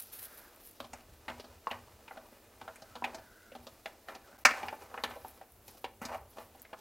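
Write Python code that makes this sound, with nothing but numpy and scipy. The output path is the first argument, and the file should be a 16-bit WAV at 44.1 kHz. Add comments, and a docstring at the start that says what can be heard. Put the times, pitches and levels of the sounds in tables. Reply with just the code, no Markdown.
"""Dry rustling, room hush and a faint hiss come first; then wood knocks and scrapes as thick dough is stirred.
A wooden spatula in a coated pan, an arm's length away in a small kitchen, rings metal modes the dough damps.
Random clicks drive the same modes for the scrape, and each push through the dough swells a low stove rumble.
Filtered random grains make the rustle and the bright top of some knocks, the hush is bands of noise,
and the narrow hiss is noise on a drifting pitch."""
import sys
import numpy as np
from scipy import signal
from scipy.io import wavfile
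from scipy.ndimage import uniform_filter1d

SR = 44100
rng = np.random.default_rng(int(sys.argv[2]) if len(sys.argv) > 2 else 0)


def generate_wav(signal):
    """Clip the signal to [-1, 1] and save it as 16-bit WAV at the path in sys.argv[1]."""
    frames = np.transpose(np.atleast_2d(signal))
    scaled = np.clip(frames, -1, 1) * 32767
    pcm = np.round(scaled).astype(np.int16)
    wavfile.write(sys.argv[1], SR, pcm)


N = 300232  # length in samples

# Colour of the room hush. Each row: frequency in Hz, relative level in dB for equal widths in Hz.
HUSH_COLOUR = [(15, -35), (25, 7), (40, 5), (87, -28), (166, -20), (242, 7.5), (384, -2), (591, 2),
               (818, -10), (1040, -7.5), (4870, -18.5), (9570, -16.5), (13600, -19.5), (16000, -8)]
HUSH_DB = -63
# Bursts of dry high noise; some are the bright top of a knock.
# Each row: peak time in seconds, gain in dB, seconds to rise 20 dB, seconds to fall 20 dB.
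TREBLE_BURSTS = [(0, -44, .02, .03), (.022, -49, .03, .07), (.13, -47.5, .014, .09), (.188, -48, .03, .15),
                 (.238, -50, .1, .07), (.38, -55.5, .18, .14), (.678, -55, .1, .1), (.81, -58, .02, .015),
                 (1.68, -65, .02, .12), (2.11, -70, .04, .2), (2.3, -70, .2, .3), (3.63, -69, .02, .25),
                 (4.09, -66, .1, .1), (4.39, -62, .01, .05), (4.5, -65.5, .05, 1.5), (5.04, -62, .008, .03),
                 (5.11, -67, .15, .5), (5.265, -60, .06, .2), (5.52, -66.5, .06, .12),
                 (5.685, -60, .05, .09), (5.77, -64, .2, .12), (6.02, -60, .015, .09), (6.18, -68, .5, .11),
                 (6.29, -69, .02, .6), (6.4, -65.5, .1, .2), (6.56, -63, .012, .012),
                 (6.625, -60, .006, .03), (6.73, -73.5, .15, .06), (6.79, -65, .035, .12)]
# Faint rustle between the bursts. Each row: time in seconds, gain in dB.
RUSTLE_REST = [(0, -66), (.5, -67), (.78, -74), (1.3, -76), (2.6, -78), (3.1, -75), (4.3, -77), (5, -85),
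               (6.81, -86)]
# Single dry ticks in the treble. Each row: time in seconds, peak in dB.
TICKS = [(0.0233, -32.5), (0.1236, -48), (0.189, -41), (0.229, -30), (0.3436, -46), (0.5611, -44),
         (0.673, -40), (0.7114, -42), (5.104, -46), (5.283, -39), (5.521, -45), (5.681, -40),
         (6.6191, -32.5)]
# Ways the pan and spatula ring. Each row: frequency in Hz, relative strength in dB,
# seconds to fade by 60 dB before the dough damps it further.
PAN_MODES = [(242.2, -0.5, 0.58), (319, 2.5, 0.23), (482, -1, 0.36), (560.3, -3.5, 0.36), (616, -1.5, 0.06),
             (650.6, -2, 0.15), (790.7, 4.5, 0.048), (870, -1, 0.094), (962.7, 1, 0.053), (1100, -6.5, .1),
             (1232, -7, 0.055), (1360, -2.5, 0.04), (1576, -3, 0.052), (1750, -8.5, 0.11),
             (1810, -7, 0.091), (1972, 1.5, 0.027), (2130, -3, 0.049), (2310, -2.5, 0.036),
             (2394, -7, 0.16), (2491, 0.5, 0.03), (2814, 6, 0.02), (3180, 11.5, 0.02), (3870, 1.5, 0.02),
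             (4135, 2.5, 0.07), (4814, 4, 0.017), (5400, -9, 0.017), (6675, 14.5, 0.048),
             (7220, -25.5, 0.016)]
# Borders between thud, body, ring and crack, in Hz.
BAND_EDGES_HZ = [400, 1200, 3000]
# Strokes through the dough. Each row: peak time in seconds, low scrape, high scrape and fine grit gains in dB
# (before the trims in scrape), seconds to fall 20 dB.
STROKES = [(0.83, -47.5, -54, -62, .045), (0.95, -52, -50.5, -65, .11), (1.33, -53, -60, -65.5, .35),
           (1.74, -58, -61, -69, .6), (2.12, -49.5, -61, -68, .27), (2.3, -66, -61, -72, .6),
           (2.64, -53, -62, -70, .25), (3.06, -44, -51, -65, .19), (3.56, -55, -63, -70, .2),
           (3.69, -62, -61, -69, .3), (3.88, -53, -62, -68, .2), (4.1, -43.5, -46, -64, .12),
           (4.26, -59, -68, -73, .2), (4.49, -51, -62, -63, .4), (4.59, -47, -54, -63, .4),
           (4.8, -55, -59, -68, .3), (4.93, -54, -68, -73, .3), (5.06, -43.5, -49, -70, .15),
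           (5.68, -57, -70, -64, .12), (6.04, -46.5, -58, -74, .3), (6.33, -60, -70, -67.5, .2),
           (6.79, -59, -66, -63, .2)]
STROKE_RISE_S = 0.035  # to rise 20 dB
# Steady drag of the blade between strokes. Each row: time in seconds, low scrape gain in dB,
# fine grit gain in dB (before the trims in scrape).
DRAG_LEVEL = [(0, -70, -66), (.19, -60, -63.5), (.55, -60, -69), (.65, -69, -70), (1.1, -69, -72),
              (1.25, -63, -71), (1.6, -65, -70), (2.5, -64, -73), (2.9, -62, -68), (3.3, -72, -71),
              (4.1, -72, -72), (4.4, -62, -71), (5.36, -61, -69), (5.52, -74, -85), (5.75, -67, -68),
              (5.97, -88, -88), (6.45, -65, -72), (6.81, -67, -76)]
DRAG_HIGH_DB = -2  # high scrape compared with low scrape
# Short rough scrapes, and the noisy tail of the loudest knock. Each row: start in seconds,
# start of the fade-out in seconds, low scrape, high scrape and fine grit gains in dB.
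ROUGH_SCRAPES = [(1.282, 1.312, -46.5, -50.5, -67), (1.721, 1.748, -49, -55, -76),
                 (4.466, 4.51, -48, -50, -53), (4.533, 4.589, -49, -50, -59), (4.59, 4.656, -46, -57, -68),
                 (5.038, 5.15, -67, -66, -74), (6.013, 6.08, -53.5, -51.5, -60.5),
                 (6.079, 6.119, -44, -56, -67), (6.111, 6.16, -47, -55.5, -64.5),
                 (6.365, 6.415, -54.5, -67, -75)]
# Pushes that shake the stand. Each row: peak time in seconds, level in dB.
PUSHES = [(.2, -66), (.83, -62), (.95, -60), (1.12, -56.5), (1.33, -56), (1.52, -61), (1.78, -57),
          (1.93, -61), (2.48, -67), (2.63, -62), (2.92, -62), (3.07, -59.5), (3.2, -60), (3.6, -60),
          (3.73, -64.5), (4.21, -63), (4.48, -59), (4.65, -59), (4.84, -63), (5.06, -58), (5.22, -63),
          (5.57, -64), (5.67, -63.5), (5.87, -64), (6.05, -58), (6.13, -59), (6.22, -58), (6.45, -63.5)]
PUSH_RISE_S, PUSH_FALL_S, STOVE_REST_DB = 0.12, 0.18, -72  # to rise and fall 20 dB; level at rest
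# A faint narrow hiss, in three spells. Each row: time in seconds, centre in Hz, gain in dB before the part gains.
WHISTLE = [
    [(0.12, 1450, -68), (0.202, 1530, -68), (0.302, 1450, -63.5), (0.374, 1460, -64), (0.548, 1450, -70.5),
     (0.62, 1460, -73)],
    [(2.78, 1450, -82), (2.824, 1440, -71), (2.936, 1400, -67), (3.008, 1550, -72), (3.114, 1510, -69),
     (3.304, 1508, -66.5), (3.46, 1440, -65), (3.56, 1470, -68)],
    [(4.24, 1480, -69), (4.4, 1460, -69)],
]
# How often the noise in each spell takes a new value, per second: faster makes a wider hiss.
WHISTLE_RATES_HZ = [1100, 420, 400]
# Knocks. Each row: time in seconds, peak aimed for in dB, then relative levels in dB of the thud under 400 Hz,
# the body to 1.2 kHz, the ring to 3 kHz and the crack above, then the strongest body, ring and crack
# frequencies in Hz, first contact compared with the skid in dB, skid decay in seconds, and
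# the dough's damping as seconds to fade by 60 dB.
KNOCKS = [(0.767, -58, -8, -2, -3, 6, 692, 1370, 4200, 2, 0.0042, 0.15),
          (0.802, -30.5, -17, -12, -12.5, -15, 604, 1180, 3220, 10, 0.0073, 0.1),
          (0.843, -42, -12, -8, -23, -13, 1110, 1200, 3200, -8, 0.005, 0.085),
          (0.932, -36, -9, -3, -9, -8, 710, 2170, 6000, -12, 0.0033, 0.11),
          (1.281, -30, -21.5, -8.5, -8, -16, 780, 2160, 3040, -8, 0.0043, 0.12),
          (1.299, -37, -9, -11, -19, -16.5, 640, 1200, 3010, 8, 0.0038, 0.27),
          (1.398, -39, -23, -15, -21, -15.5, 700, 2540, 3870, -17, 0.0047, 0.11),
          (1.442, -45, -12, -7, -12, -12, 660, 1280, 3740, -7, 0.013, 0.12),
          (1.67, -21, -31, -5.5, -17, -30.5, 1120, 1360, 3830, 5.5, 0.008, 0.054),
          (1.703, -40, -24, -6, -1, -15, 915, 2860, 3020, -9, 0.0057, 0.088),
          (1.712, -27, -16, -7.5, -7.5, -16, 690, 2390, 3230, -2.5, 0.0042, 0.2),
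          (2.079, -41.5, -18, -7.5, -4, -14, 991, 2380, 3000, 5, 0.005, 0.12),
          (2.109, -36.5, -30, -0.5, -1.5, -34, 686, 1270, 3020, -14, 0.0039, 0.11),
          (2.171, -38, -18.5, -10.5, -16, -23, 637, 1350, 2900, -12, 0.0052, 0.31),
          (2.325, -46.5, -12, -7, -19, -28, 496, 1250, 4160, 6, 0.005, 0.079),
          (2.614, -36, -14.5, -9, -10.5, -16.5, 785, 1230, 3000, 4, 0.005, 0.1),
          (2.678, -32.5, -24, -7.5, -9, -21.5, 680, 1360, 2960, -3, 0.004, 0.35),
          (2.758, -45, -24, -30, -15, -18, 627, 2290, 7830, 4, 0.0027, 0.089),
          (2.82, -41.5, -16, -9, -17, -14, 650, 1300, 4200, 0.5, 0.0044, 0.21),
          (2.954, -36, -10, -5.5, -9, -10, 1110, 1300, 3140, -1, 0.0086, 0.18),
          (3.022, -27.5, -5, 6, -7, -27, 1040, 1370, 3220, -3.5, 0.0034, 0.072),
          (3.041, -23, -20.5, -8, -8, -16.5, 850, 2400, 2950, -11, 0.0042, 0.18),
          (3.145, -36, -32, -9, -17.5, -13.5, 644, 1840, 5060, -13, 0.0055, 0.24),
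          (3.184, -44, -18, -4, -10, -15, 630, 1570, 3780, -2, 0.0055, 0.12),
          (3.518, -42, -15, -8, -16, -26, 590, 2950, 3160, -6, 0.0078, 0.14),
          (3.551, -37.5, -10.5, -9, -18, -19, 750, 1220, 3200, 1.5, 0.0081, 0.18),
          (3.668, -38.5, -19, -10, -15, -13, 660, 1160, 3950, -1, 0.0071, 0.085),
          (3.858, -29, -20.5, -3.5, -4, -10.5, 670, 2180, 3480, 7, 0.0056, 0.12),
          (4.085, -32.5, -23, -10.5, -9.5, -17.5, 590, 1550, 3020, 0, 0.0094, 0.16),
          (4.149, -40.5, -15, -9.5, -15, -12, 655, 2830, 4250, -10, 0.0046, 0.092),
          (4.328, -48, -14, -11, -14, -28, 875, 1460, 7140, -2, 0.0071, 0.12),
          (4.386, -51.5, -18, -6, -23, -12, 794, 1600, 5360, -2, 0.004, 0.12),
          (4.449, -5, -36, -20.5, -10.5, -18.5, 840, 1936, 5130, -1.5, 0.0064, 0.11),
          (4.51, -24.5, -16, -15, -7, -20, 789, 1910, 4120, 22, 0.005, 0.12),
          (4.631, -27.5, -16.5, -5, -14, -26, 810, 2470, 3060, 7, 0.0063, 0.2),
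          (4.683, -29, -40, -8.5, -8, -19, 836, 2400, 3960, 10, 0.0043, 0.14),
          (4.727, -28.5, -43, -1.5, -11.5, -29, 844, 1290, 3040, 0, 0.0044, 0.19),
          (4.914, -44, -19, -1, -3, -25, 780, 1310, 6870, 0, 0.0045, 0.12),
          (4.941, -32, -22, -7, -9.5, -27, 1100, 1330, 3480, 5, 0.007, 0.068),
          (4.977, -30.5, -11, 1, 1, -44, 720, 1700, 3000, -5, 0.008, 0.12),
          (5.037, -21.5, -16.5, -3, -4, -3, 1020, 1710, 3230, 5, 0.0039, 0.13),
          (5.109, -37, -18, -9.5, -9.5, -16, 821, 1210, 2970, 5, 0.005, 0.12),
          (5.159, -38.5, -25.5, -1, -24, -23, 750, 1190, 3010, -14.5, 0.0092, 0.18),
          (5.247, -32.5, -20, -5.5, -17.5, -30.5, 850, 1210, 3000, 7, 0.0035, 0.15),
          (5.413, -38, -22.5, -5, -15, -24.5, 738, 1590, 3000, 5, 0.0065, 0.1),
          (5.68, -45, -22.5, -14.5, -17, -12.5, 796, 2440, 4950, -3, 0.011, 0.13),
          (5.746, -52, -7.5, -2, -18.5, -19, 802, 1200, 6170, -5, 0.005, 0.11),
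          (5.843, -25.5, -28, -7, -13.5, -17.5, 950, 2680, 3210, 0, 0.0043, 0.36),
          (6.016, -32, -3.5, -5.5, -6.5, -17.5, 576, 1300, 6270, 4, 0.0033, 0.048),
          (6.052, -32.5, -2, -9, -18, -3, 799, 1810, 5000, -4, 0.0027, 0.14),
          (6.384, -38.5, -15, -10, -17, -17, 570, 1590, 3110, 8.5, 0.0084, 0.11),
          (6.55, -47, -8, 4.5, -24, -10, 786, 1200, 3090, 3, 0.0044, 0.095),
          (6.596, -51.5, -21, -26, -27, -21, 538, 1675, 6410, 5, 0.0046, 0.12),
          (6.649, -46.5, -25.5, -15, -8.5, -20, 611, 2020, 3260, -7, 0.0037, 0.12),
          (6.73, -34.5, -24, -5.5, -9, -21.5, 794, 1213, 3050, -5, 0.0071, 0.1)]
CREST_DB = 6.5  # peak above the loudest 8 ms
ROOM_T60_S, ROOM_TREBLE_T60_S, ROOM_DB = 0.34, 0.31, -18
# Brief drops in level. Each row: start in seconds, end in seconds, gain in dB.
DROPOUTS = [(4.373, 4.379, -13), (4.44, 4.451, -28)]
SIDE_HISS_DB = -76.5
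TOP_HZ = 15800


def undb(db):
    """Turn decibels into a plain multiplier."""
    return 10 ** (np.asarray(db) / 20)


def level(x, db):
    """Set the average (RMS) level of a sound."""
    return x * undb(db) / np.sqrt(np.mean(x ** 2))


def band(x, lo_hz, hi_hz, order=2):
    """Keep the frequencies between two limits."""
    sos = signal.butter(order, [lo_hz, min(hi_hz, 0.45 * SR)], "bandpass", fs=SR, output="sos")
    return signal.sosfilt(sos, x)


def fade(t, t60):
    """Die away by 60 dB in t60 seconds."""
    return np.exp(-np.log(1000) * t / t60)


def curve(rows):
    """Table columns at every sample; -150 outside the rows, which is silence for a level in dB."""
    s, *columns = np.transpose(rows)
    now = np.arange(N) / SR
    return [np.interp(now, s, column, left=-150, right=-150) for column in columns]


def swells(peak_s, db, rise_s, fall_s):
    """Gain of events that rise to a peak and fall away, straight in dB, summed in power."""
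    def as_column(values):
        return np.reshape(values, (-1, 1))

    coarse = np.arange(0, N, 32)  # every 32nd sample is enough
    after = coarse / SR - as_column(peak_s)
    spans = np.where(after < 0, -after / as_column(rise_s), after / as_column(fall_s))
    gain = np.sqrt(np.sum(undb(as_column(db) - 20 * spans) ** 2, axis=0))
    return np.interp(np.arange(N), coarse, gain)


def grit(size, per_s, scatter_db):
    """Random clicks, mostly small and now and then large."""
    hit = rng.random(size) < per_s / SR
    return hit * rng.standard_normal(size) * undb(scatter_db * rng.exponential(size=size))


def walk(rate):
    """A random wander: values held for 1 / rate seconds, then smoothed twice; spread near 1."""
    k = int(SR / rate)
    steps = np.repeat(rng.standard_normal(N // k + 1), k)
    return 1.3 * uniform_filter1d(uniform_filter1d(steps, k), k)[:N]


def add(out, x, s):
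    """Mix a short sound into a longer one, starting at s seconds."""
    i = int(s * SR)
    out[i:i + len(x)] += x[:N - i]


def hush():
    """Half-octave bands of room noise that swell together and flicker alone."""
    out, swell = 0, walk(1.7)
    table_hz, table_db = np.transpose(HUSH_COLOUR)
    for hz in 28 * 2 ** np.arange(0, 9.6, 0.5):
        noise = band(rng.standard_normal(N), hz / 2 ** 0.25, hz * 2 ** 0.25)
        colour_db = np.interp(np.log(hz), np.log(table_hz), table_db)
        out = out + noise * undb(colour_db + 0.23 * swell + 0.88 * walk(21))
    return level(out, HUSH_DB)


def dry_treble():
    """Dense grains near 12 kHz with a thin skirt below, for the rustle and some knock tops, and a few lone ticks."""
    grains = grit(N, 8800, 1.5) * undb(2.7 * walk(120))
    bright = level(band(grains, 9350, 14900), 0)
    skirt = level(band(grains, 1400, 13500, order=1), -4.5)
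    rest = undb(curve(RUSTLE_REST)[0])
    out = (bright + skirt) * np.hypot(rest, swells(*np.transpose(TREBLE_BURSTS)))
    t = np.arange(400) / SR
    for s, peak_db in TICKS:
        tick = band(rng.standard_normal(len(t)) * fade(t, 0.006), 9000, 15500)
        add(out, tick * undb(peak_db) / np.abs(tick).max(), s)
    return out


def pan_modes(length_s=0.35):
    """One dying sine for each way the metal rings, and the band it belongs to."""
    hz, db, t60 = np.transpose(PAN_MODES)[:, :, None]
    t = np.arange(int(length_s * SR)) / SR
    modes = undb(db) * np.sin(2 * np.pi * hz * t) * fade(t, t60)
    return t, modes, np.digitize(hz[:, 0], BAND_EDGES_HZ)


def drag_gains():
    """Low, high and fine scrape gains: the strokes over the steady drag."""
    peak_s, *stroke_db, fall_s = np.transpose(STROKES)
    low_db, grit_db = curve(DRAG_LEVEL)
    steady = undb([low_db, low_db + DRAG_HIGH_DB, grit_db])
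    return np.hypot(steady, [swells(peak_s, db, STROKE_RISE_S, fall_s) for db in stroke_db])


def rough_gains():
    """Low, high and fine gains of the short rough scrapes and the loudest knock's noisy tail."""
    gains, now = np.zeros((3, N)), np.arange(N) / SR
    for start, end, *rough_db in ROUGH_SCRAPES:
        rise, fall = (now - start) / 0.01, (end - now) / 0.042 + 1
        gains += undb(rough_db)[:, None] * np.clip(np.minimum(rise, fall), 0, 1) ** 2
    return gains


def scrape(drag):
    """Stick-slip clicks of wood on the coating drive heavily damped modes; the finest come through as grit."""
    t, modes, group = pan_modes()
    slips = grit(N, 5000, 1.5) * undb(2.8 * walk(70))
    # groups 1 and 2 are the body and the ring
    low, high = (signal.fftconvolve(slips, modes[group == k].sum(0) * fade(t, 0.062))[:N] for k in (1, 2))
    high = level(band(high, 1200, 2490, order=3), 0)
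    fine = level(band(slips + 0.45 * rng.standard_normal(N), 2800, 7100, order=1), 0)
    # through the dough the drag is duller than the rough part
    dull = level(band(low, 303, 1200), -3.7) * drag[0]
    dull = dull + undb(-6.5) * high * drag[1] + undb(0.5) * fine * drag[2]
    gains = rough_gains()
    rough = level(band(low, 580, 1350), 0) * gains[0] + high * gains[1] + fine * gains[2]
    return dull + rough


def stove():
    """The pan stand shudders near 85 Hz when the dough is pushed."""
    push = np.hypot(undb(STOVE_REST_DB), swells(*np.transpose(PUSHES), PUSH_RISE_S, PUSH_FALL_S))
    return level(band(rng.standard_normal(N), 56.3, 105), 0) * push


def whistle():
    """Slow noise carried on a drifting pitch: a hiss a few hundred Hz wide."""
    out = 0
    for rows, rate_hz in zip(WHISTLE, WHISTLE_RATES_HZ):
        hz, db = curve(rows)
        # a weaker partner rides above it
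        for ratio, part_db in ((1, 2), (1.4, -9.5)):
            turn = 2 * np.pi * np.cumsum(ratio * hz * (1 + 0.04 * walk(25))) / SR
            hiss = walk(rate_hz) * np.cos(turn) + walk(rate_hz) * np.sin(turn)
            out = out + undb(db + part_db) * hiss
    return out


def blur(force, t, lo_hz, hi_hz, t60, db, order=2):
    """Many small modes merge into noise that follows the force and dies fast."""
    power = signal.fftconvolve(force ** 2, fade(t, t60) ** 2)[:len(t)]
    noise = rng.standard_normal(len(t)) * np.sqrt(np.abs(power))
    return level(band(noise, lo_hz, hi_hz, order=order), db)


def knocks():
    """Each blow is a first contact and a few ms of skid; the spot struck favours some modes, the dough damps all."""
    out, (t, modes, group) = np.zeros(N), pan_modes()
    spot = rng.standard_normal((len(KNOCKS), len(PAN_MODES)))
    hz = np.array(PAN_MODES)[:, 0]
    edges = [160, *BAND_EDGES_HZ, 15000]
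    for row, weight in zip(np.array(KNOCKS), spot):
        s, peak_db = row[:2]
        band_db, best_hz = row[2:6], row[6:9]
        contact_db, skid, t60 = row[9:]
        force = np.exp(-t / max(skid, 0.0005))
        force /= np.sqrt(np.sum(force ** 2))
        force[0] += undb(contact_db)
        push = force * np.r_[1, rng.standard_normal(len(t) - 1)]

        # modes far from the strongest one in their band are weaker
        octaves_off = np.log2(hz / np.r_[hz[0], best_hz][group])
        gain = np.sign(weight) * undb(2.3 * weight - np.minimum(28 * np.abs(octaves_off), 18))
        parts = []
        for k in range(4):
            # the lowest modes move the whole pan, so the dough damps them less
            damping = fade(t, t60 * (3 if k == 0 else 1))
            ring = (gain * (group == k)) @ modes * damping
            parts.append(level(signal.fftconvolve(ring, push)[:len(t)], 0))
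        _, ring_hz, crack_hz = best_hz
        parts[2] += blur(force, t, ring_hz / 1.77, ring_hz * 1.24, 0.087, -0.45, order=3)
        parts[3] += blur(force, t, crack_hz / 1.27, crack_hz * 1.36, 0.053, 13.5)
        parts[3] += blur(force, t, crack_hz * 0.98, 15000, 0.057, 1.32)

        blow = 0
        for part, db, lo, hi in zip(parts, band_db, edges, edges[1:]):
            blow = blow + level(band(part, 0.71 * lo, 1.1 * hi), db)
        loudest = np.sqrt(uniform_filter1d(blow ** 2, size=350).max())  # over 8 ms
        add(out, blow * undb(peak_db - CREST_DB) / loudest, s)
    return out


def room(x):
    """Tiled walls: a noise tail whose treble dies sooner."""
    t = np.arange(SR // 2) / SR
    low = band(rng.standard_normal(len(t)), 130, 2180) * fade(t, ROOM_T60_S)
    high = band(rng.standard_normal(len(t)), 2800, 8300) * fade(t, ROOM_TREBLE_T60_S)
    tail = (low + 0.46 * high) * (t > 0.006)  # the tail starts after 6 ms
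    tail *= undb(ROOM_DB) / np.sqrt(np.sum(tail ** 2))
    return x + signal.fftconvolve(x, tail)[:N]


def scene():
    """Mix all the sounds, the same in both channels; only knocks() and scrape() get the room's tail."""
    pan = room(knocks() + scrape(drag_gains()))
    mid = hush() + dry_treble() + pan + stove() + whistle()
    return np.array([mid, mid])


def record(dry):
    """Faint noise differs between the channels, the level drops twice, and the top is cut."""
    noise = rng.standard_normal(N)
    hiss = level(band(noise, 2600, 17000, order=1), SIDE_HISS_DB)
    side = hiss + level(band(noise, 30, 500, order=1), -84.5)
    t, gain_db = np.arange(N) / SR, np.zeros(N)
    for start, end, depth_db in DROPOUTS:
        gain_db[(t > start) & (t < end)] = depth_db
    # opposite signs in left and right; the drops get softened edges
    wet = (dry + side * np.array([[1], [-1]])) * undb(uniform_filter1d(gain_db, size=60))
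    return signal.sosfilt(signal.ellip(10, 0.2, 70, TOP_HZ, fs=SR, output="sos"), wet)


dry = scene()
out = record(dry)
generate_wav(out)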